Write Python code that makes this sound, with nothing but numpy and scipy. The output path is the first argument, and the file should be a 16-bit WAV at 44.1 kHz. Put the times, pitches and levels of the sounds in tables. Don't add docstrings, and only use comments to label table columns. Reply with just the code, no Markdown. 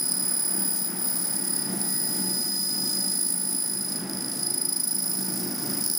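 import sys
import numpy as np
from scipy import signal
from scipy.fft import rfft, irfft, next_fast_len
from scipy.io import wavfile
from scipy.ndimage import uniform_filter1d, map_coordinates

SR = 44100
rng = np.random.default_rng(int(sys.argv[2]) if len(sys.argv) > 2 else 0)


def to_wav(s):
    ch = np.atleast_2d(s).T
    pcm = np.round(np.clip(ch, -1, 1) * 32767)
    wavfile.write(sys.argv[1], SR, pcm.astype(np.int16))


N = 263718
TIME = np.arange(N) / SR
OPPOSED = np.array([[1], [-1]])


def undb(db):
    return 10 ** (np.asarray(db) / 20)


def unit(x):
    return x / np.sqrt(np.mean(x ** 2))


def curves(table):
    times, *columns = np.transpose(table)
    return [np.interp(TIME, times, column) for column in columns]


def walk(rate_hz):
    hold = max(int(SR / rate_hz), 1)
    steps = np.repeat(rng.standard_normal(N // hold + 1), hold)
    return 1.361 * uniform_filter1d(uniform_filter1d(steps, hold), hold)[:N]


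def noise(colour, side_db):
    size = next_fast_len(N)
    log_hz = np.log(np.fft.rfftfreq(size, 1 / SR) + 1)

    def gain(spectrum):
        hz, db = np.transpose(spectrum)
        return undb(np.interp(log_hz, np.log(hz), db))

    mid, side = rfft(rng.standard_normal((2, size))) * gain(colour)
    width = gain(side_db) if np.ndim(side_db) else undb(side_db)
    return unit(irfft(mid + width * side * OPPOSED, size)[:, :N])


def wavering(hz, spread_hz):
    return np.sqrt(2) * np.sin(2 * np.pi * np.cumsum(hz + spread_hz * walk(25)) / SR)


def turbulence(rumble_db, rush_db):
    # (frequency [Hz], relative level [dB])
    rumble_colour = [(25, -31), (50, -27.5), (90, -22.5), (115, -12.5), (140, -1.5), (165, -4.5),
                     (200, 1.5), (270, 1.5), (350, -1.5), (450, -14), (700, -32.5)]
    rush_colour = [(60, -16), (250, -10), (480, 1.5), (850, 3.5), (1100, -0.5), (1500, 1), (2000, -3.5),
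                   (2700, -11.5), (4000, -14), (9000, -40)]
    # (frequency [Hz], side minus mid [dB])
    width = [(30, -18), (65, -9), (130, -25), (250, -24.5), (500, -14.5), (1000, -7), (2000, -8.5),
             (4000, -11)]
    rumble = noise(rumble_colour, width) * undb(rumble_db - 1.3)
    rush = noise(rush_colour, width) * undb(rush_db - .42 - .7 * OPPOSED)
    return rumble + rush


def blade_hum():
    # (time [s], relative level [dB])
    envelope = [(0.0, -45.5), (0.53, -46), (0.61, -36.5), (0.68, -47), (1.5, -42), (1.56, -52),
                (1.7, -34.5), (2.06, -47), (2.2, -31.5), (2.43, -46.5), (3.08, -40.5), (3.3, -57),
                (3.35, -40.5), (3.61, -48), (4.18, -39), (4.23, -50), (4.43, -41), (4.46, -54),
                (5.51, -36.5), (5.56, -49), (5.73, -38.5), (5.98, -56)]
    return wavering(hz=192.7, spread_hz=3.3) * undb(curves(envelope)[0] - 1 + 1.8 * walk(14))


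def motor_whistle(hz=1922):
    # (time [s], level [dB])
    envelope = [(0, -66), (1.1, -64), (1.4, -56.5), (2.2, -52.5), (2.7, -61.5), (4, -61.5), (5.98, -73)]
    gain = undb(curves(envelope)[0] + 2.1 * walk(10.2))
    return gain * np.sqrt(2) * np.sin(2 * np.pi * hz * TIME + .5 * walk(24.95))


def fan():
    # (time [s], relative rumble level [dB], relative rush level [dB])
    loudness = [(0.0, -40.5, -46.5), (0.27, -39, -44), (0.45, -42, -45.5), (0.59, -36.5, -42.5),
                (0.8, -41, -47), (0.96, -37.5, -43.0), (1.09, -40.5, -44), (1.6, -38, -45),
                (1.73, -31.5, -42.5), (1.98, -40.0, -47), (2.18, -32.5, -45), (2.63, -43.0, -48.5),
                (2.78, -38, -46), (3.07, -38, -46), (3.19, -40.5, -49.0), (3.83, -40, -47.5),
                (4.03, -34, -44), (4.88, -42.5, -48.5), (5.42, -34.5, -45), (5.62, -34.5, -44),
                (5.75, -32.5, -42), (5.97, -43.5, -51)]
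    # (frequency [Hz], relative level [dB])
    lines = [(351, -51.5), (570.6, -59), (629.8, -62.5), (705.2, -58), (802.1, -58.5), (866.7, -58.5),
             (1443, -60.5)]
    rumble_db, rush_db = curves(loudness)
    air = turbulence(rumble_db, rush_db)
    hum = blade_hum()
    tones = sum(wavering(hz, spread_hz=3.59) * undb(db - 3 + 3 * walk(12)) for hz, db in lines)
    swell = undb(1.14 * (rumble_db - np.mean(rumble_db)))
    return air + hum + tones * swell + motor_whistle()


def workshop(x, t60_s, wet_db):
    t = TIME[:SR // 2]
    tail = rng.standard_normal((2, len(t))) * np.exp(-np.log(1000) * t / t60_s) * (t > .002)
    tail /= np.sqrt(np.sum(tail ** 2, axis=1, keepdims=True))
    return x + undb(wet_db) * signal.fftconvolve(x, tail, axes=1)[:, :N]


def mirror(fast_hz=35.3, slow_hz=26.81, slower_flutter_from_s=1.632, stroke_m=.032):
    flutter_hz = np.where(TIME > slower_flutter_from_s, slow_hz, fast_hz)
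    swings = np.cumsum(flutter_hz) / SR - .23
    place = 1 - np.abs(1 - 2 * (swings % 1))
    path_m = stroke_m * uniform_filter1d(place, size=260)
    return swings, place, path_m


def rust(place, count, renew_hz):
    surface = rng.standard_normal((256, count + 1))
    return unit(map_coordinates(surface, [TIME * renew_hz, place * count], order=1, mode="mirror"))


def per_swing(gain):
    power = uniform_filter1d(uniform_filter1d(gain ** 2, size=1645), size=1249)
    return gain / np.sqrt(power)


def flutter(swings, swells):
    out_place, out_width, out_db, back_place, back_width, back_db = curves(swells)
    crossings = (out_place / 2, out_width, out_db), (1 - back_place / 2, back_width, back_db)
    gain = 1
    for centre, width, db in crossings:
        distance = 2 * ((swings - centre + .5) % 1 - .5)
        gain = gain + undb(db) * np.exp(-(distance / np.maximum(width, .03)) ** 2)
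    return per_swing(gain)


def interference(place, fringes_per_line=2.13):
    # (time [s], depth [0-1])
    depth = [(0, 0.17), (.9, .15), (2.0, 0.28), (3.0, 0.17), (3.6, 0.25), (4.3, 0), (4.75, 0.23),
             (4.93, 0.6), (5.1, 0.6), (5.35, .35), (5.97, 0.2)]
    return 1 + curves(depth)[0] * np.cos(2 * np.pi * fringes_per_line * place)


def frying(swell, pulsing=.35):
    # (time [s], level [dB])
    envelope = [(0, -51), (1.9, -54), (2.8, -51), (3.3, -57), (4.06, -56), (4.4, -51), (4.85, -47),
                (5.05, -45.5), (5.75, -45), (5.87, -44)]
    # (frequency [Hz], relative level [dB])
    colour = [(4200, -30), (4850, -4), (5250, 2.5), (5600, -1.5), (6200, -15.5), (7500, -30)]
    hiss = noise(colour, side_db=-9) * undb(curves(envelope)[0] + 1.5 * walk(1500))
    return hiss * per_swing(swell ** pulsing)


def sizzle(swell, level_db, pulsing=.68):
    # (frequency [Hz], relative level [dB])
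    colour = [(2000, -28.5), (3900, -3), (4650, 3), (5300, 3.5), (6500, -0.5), (7600, -0.5), (9300, 7),
              (10500, 7.5), (12300, 1.5), (13600, 0), (14600, 5.5), (15200, -4), (15800, -20)]
    fits = unit(undb(1.8 * walk(500) + walk(45) + 2.6 * walk(2500)))
    bursts = per_swing(swell ** pulsing) * fits
    return noise(colour, side_db=-22.5) * undb(level_db) * bursts


def flakes(partials, rise_s=.00048):
    # (time [s], levels of partials 1, 2, 3 [dB], crack level [dB], decay time [s])
    snaps = [(0.0126, -40, -24, -36, -36, .001), (.0635, -38, -20, -37, -36, .001),
             (0.0916, -31, -21, -34, -31, .001), (0.1202, -26, -17, -29, -27, 0.0011),
             (1.0862, -35, -33, -34, -35, .0006), (1.157, -32, -34, -28, -35, .0006),
             (1.8154, -31, -20.5, -38, -33, 0.0028), (3.2127, -42, -21.5, -30, -35, 0.0014),
             (3.325, -44, -27, -36, -36, .0016), (3.921, -32, -26, -31, -33, 0.0012),
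             (3.9595, -35, -30, -34, -34, 0.0013), (4.097, -42, -33, -28, -27, .0018),
             (4.134, -32, -27, -41, -27, .0016), (4.1718, -35, -27, -29, -32, .0014),
             (4.2085, -31, -29, -37, -34, .0016), (4.2458, -31, -31, -39, -32, .0016),
             (4.283, -32, -32, -40, -30, .0016), (4.3165, -34, -30, -44, -28, .0016),
             (4.4317, -27, -39, -38, -37, 0.0013), (4.469, -27, -34, -35, -33, 0.0012),
             (5.8399, -25, -19, -25, -28, .0013), (5.863, -26, -18.5, -21.5, -24, 0.0011),
             (5.8768, -25.5, -22, -25, -26, 0.0011), (5.9003, -28, -22, -22, -23, 0.00098),
             (5.9139, -28, -19, -23.5, -29, 0.0011), (5.9376, -29, -21, -22, -31, .0012),
             (5.9512, -30, -23, -23.5, -28, .0016), (5.975, -26, -19.5, -20.5, -29, .0013)]
    # (frequency [Hz], relative level [dB])
    crack_colour = [(2000, -30), (3800, -17), (4600, 6), (5400, 7), (6300, -1), (7800, -11), (9400, 6),
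                    (10700, 11), (12400, -6), (14500, 2), (16000, -5)]
    sounds = [*partials, noise(crack_colour, side_db=-9)]
    out = np.zeros((2, N))
    for peak_s, *levels_db, decay_s in snaps:
        near = np.abs(TIME - peak_s) < .015
        age = TIME[near] - peak_s
        flare = np.exp(-(np.minimum(age, 0) / rise_s) ** 2 - np.maximum(age, 0) / decay_s)
        out[:, near] += flare * sum(undb(db) * sound[:, near] for db, sound in zip(levels_db, sounds))
    return out


def rasp(harmonic, shots, place, spread_hz, chance):
    lowpass = signal.butter(1, spread_hz, fs=SR)
    sidebands = 0
    for wave in (np.sin, np.cos):
        scatter = rust(place, count=36, renew_hz=2.49) + chance * walk(2600)
        sidebands = sidebands + signal.lfilter(*lowpass, scatter) * wave(2 * np.pi * harmonic * shots)
    return unit(sidebands)


def partial(harmonic, shots, place):
    common_rad = .15 * rust(place, count=6, renew_hz=2.23)
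    apart_rad = .035 * rust(place, count=3, renew_hz=1.62)
    return np.sqrt(2) * np.sin(2 * np.pi * harmonic * shots + common_rad + OPPOSED * apart_rad)


def whine(partials, flutters, levels_db, sizzle_db, shots, place):
    # (time [s], left minus right for partials 1, 2, 3 [dB])
    beaming = [(0.0, -2, 1, -2.5), (0.25, 1, -1, -4.0), (0.68, 4, -2.5, 5), (0.8, 4, -0.5, 6.5),
               (1.41, -3, 1, -2), (1.61, 0, 0.5, -2.0), (1.9, -2.0, -0.5, 4), (2.53, -2.5, 0.0, -1.0),
               (3.0, -1.5, -0.5, -0.5), (3.26, -2.5, -1.0, 5), (3.88, -3.0, 0.5, 0), (4.26, -2.0, 0, 6),
               (4.5, -1.5, -0.5, -2.0), (4.65, -1.0, 1, 4.0), (5.09, -2.5, -1.0, -4.0),
               (5.75, -4.5, -1.0, 3), (5.88, 0.5, -0.5, 3.5), (5.98, -0.5, -1.0, 3.0)]
    # (trim [dB], patchiness along the line [dB], flutter exponent [-])
    voicing = [(0.8, 1.44, 1), (0.62, 1.5, 0.98), (0, 2.5, 0.94)]
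    # (levels round partials 1, 2, 3 [dB])
    rasp_db = [-50.5, -37.5, -45]
    rustiness_db = .6 * (sizzle_db - np.mean(sizzle_db))
    out = 0
    for k, ((trim_db, patchy_db, depth), pan_db) in enumerate(zip(voicing, curves(beaming))):
        patches = undb(patchy_db * rust(place, count=11, renew_hz=3.01) + walk(40))
        tone = partials[k] * per_swing(flutters[k] ** depth * patches)
        tone *= undb(levels_db[k] + trim_db + .6 * walk(12))
        grit = rasp(k + 1, shots, place, spread_hz=140, chance=.6)
        grit *= per_swing(flutters[k] ** .72) * undb(rasp_db[k] + rustiness_db)
        out = out + (tone + grit) * undb(OPPOSED * pan_db / 2)
    return out


def laser(shot_hz=5000, sound_m_per_s=343):
    # (time [s], relative levels of partials 1, 2, 3 [dB], sizzle level [dB])
    work = [(0.0, -34.5, -30, -35.5, -44), (0.85, -41.5, -29, -30, -42.5), (0.94, -48, -35, -40.0, -49),
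            (1.06, -40.5, -29, -30, -40.5), (1.43, -39, -30.5, -38, -42.5), (1.56, -36, -29, -36, -42),
            (1.69, -38, -35.5, -40, -48), (1.76, -47, -33.5, -39, -42.5), (1.92, -35.5, -30, -33.5, -41),
            (2.81, -30.0, -32.5, -36, -39), (3.1, -32, -28.5, -35, -39.5), (3.37, -41.5, -29, -36, -42),
            (3.59, -39.5, -26.5, -35, -42), (3.97, -38, -36, -40, -43), (4.06, -44.5, -47, -50, -57),
            (4.18, -40, -38.5, -40, -50), (4.3, -38.5, -38, -45, -44.5), (4.37, -39, -37.5, -43, -41.5),
            (4.45, -35, -30.5, -38, -44.5), (4.86, -38, -28, -35.5, -43.5), (5.1, -38, -31, -34, -43),
            (5.37, -40, -34.5, -35, -41.5), (5.53, -40, -41, -37, -45.5), (5.81, -37, -33.5, -35, -40.5),
            (5.87, -42, -36, -38, -47), (5.97, -40, -34, -40, -42)]
    # (time [s], then for the outward and the return stroke:
    # place [0 near, 1 far], width [share of the line], level re the steady part [dB])
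    swells_first = [(0.0, 0.5, 0.35, 0, 0.66, 0.36, 3.5), (0.6, 0.42, 0.3, 6, 0.64, 0.43, 10.5),
                    (1.0, 0.17, 0.48, 8, 0.86, 0.17, 16.0), (1.5, 0.0, 0.55, 12.5, 0.88, 0.1, 3.0),
                    (1.8, 0.71, 0.33, -0.5, 0.5, 0.3, -3), (2.3, 0.61, 0.49, 1.5, 0.51, 0.25, 3.5),
                    (2.7, 0.65, 0.34, 7.5, 0.47, 0.23, 4.5), (3.15, 0.72, 0.35, 10.5, 0.47, 0.26, 6),
                    (3.4, 0.52, 0.39, 4, 0.57, 0.18, 0), (3.9, 1.0, 0.049, 3, 0.22, 0.33, 14),
                    (4.15, 0.92, 0.11, 17.5, 0.17, 0.44, 11), (4.45, 0.82, 0.15, 5, 0.4, 0.33, -2),
                    (4.8, 0.84, 0.28, 13.5, 0.52, 0.19, 7.0), (5.05, 0.96, 0.12, -9.0, 0.37, 0.15, 11),
                    (5.45, 0.97, 0.21, 16.5, 0.15, 0.5, 10), (5.8, 0.93, 0.21, 11, 0.18, 0.24, 4),
                    (5.97, 0.84, 0.42, -0.0, 0.27, 0.18, 4.0)]
    swells_second = [(0, .49, 0.2, 17, 0.32, .47, 18), (.5, .54, 0.16, 10, 0.16, 0.55, 15),
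                     (.85, 0.54, .16, 1, 0.22, .4, 4), (1.15, 0.44, .2, -3, 0.21, .45, 0),
                     (1.5, .2, .4, 0, .3, .6, 7), (1.65, .4, .3, -1, .45, .3, 2),
                     (1.9, 0.53, .37, 8, .64, .38, 2), (2.4, 0.54, 0.39, -1.5, 0.32, 0.25, 9),
                     (2.9, .54, 0.25, 3, 0.34, .19, 12.5), (3.3, 0.44, 0.28, 3, 0.38, .21, 5.5),
                     (3.7, 0.63, 0.48, 9, 0.38, 0.2, 16.5), (4.0, .41, .54, -1, 0.33, .09, 8),
                     (4.2, 1, .16, -5, 0.24, .12, 12), (4.5, 0.96, .15, 14, .4, .13, -4),
                     (4.8, 0.82, 0.26, 21, .56, .1, 2), (4.95, 0.78, 0.34, 19, 0.48, .14, 13),
                     (5.1, .73, 0.54, 9, 0.41, 0.15, 9), (5.5, 0.96, .58, 6, .45, .15, 9),
                     (5.8, .89, .4, 15, 0.44, .23, 12), (5.97, .8, .63, 1, .32, .16, 6)]
    swells_third = [(0.0, 0.35, 0.39, 18.0, 0.51, 0.19, 22.0), (0.6, 0.37, 0.21, 9.0, 0.42, 0.31, 14),
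                    (1.1, 0.47, 0.21, 13, 0.64, 0.34, 19.0), (1.5, 0.37, 0.43, 7, 0.69, 0.32, 11.0),
                    (1.9, 0.52, 0.26, 8, 0.52, 0.45, 8.0), (2.5, 0.37, 0.14, 3.0, 0.65, 0.18, -3.0),
                    (3.0, 0.33, 0.13, 7.0, 0.41, 0.25, 1.0), (3.5, 0.53, 0.28, 12.0, 0.61, 0.31, 7.0),
                    (3.9, 0.27, 0.16, 16, 0.18, 0.14, 9.0), (4.2, 0.14, 0.2, -10.0, 0.31, 0.09, 18.0),
                    (4.5, 0.74, 0.21, 24, 0.0, 0.33, -4), (4.8, 0.89, 0.33, 21, 0.38, 0.16, 13.0),
                    (5.1, 0.71, 0.36, 17, 0.23, 0.14, 15), (5.5, 0.66, 0.23, 17.0, 0.56, 0.29, 12.0),
                    (5.8, 0.77, 0.24, 8.0, 0.45, 0.23, 10), (5.97, 0.46, 0.22, 11.0, 0.46, 0.23, 11.0)]
    swings, place, path_m = mirror()
    shots = shot_hz * (TIME - path_m / sound_m_per_s)
    *levels_db, sizzle_db = curves(work)
    partials = [partial(harmonic, shots, place) for harmonic in (1, 2, 3)]
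    flutters = [flutter(swings, swells) for swells in (swells_first, swells_second, swells_third)]
    flutters[1] = per_swing(flutters[1] * interference(place))
    tones = whine(partials, flutters, levels_db, sizzle_db, shots, place)
    return tones + sizzle(sum(flutters), sizzle_db) + frying(flutters[0]) + flakes(partials)


def scene():
    return workshop(laser(), t60_s=.11, wet_db=-10.5) + fan()


def record(dry):
    return signal.sosfilt(signal.ellip(8, .1, 80, 15600, fs=SR, output="sos"), dry)


dry = scene()
out = record(dry)
to_wav(out)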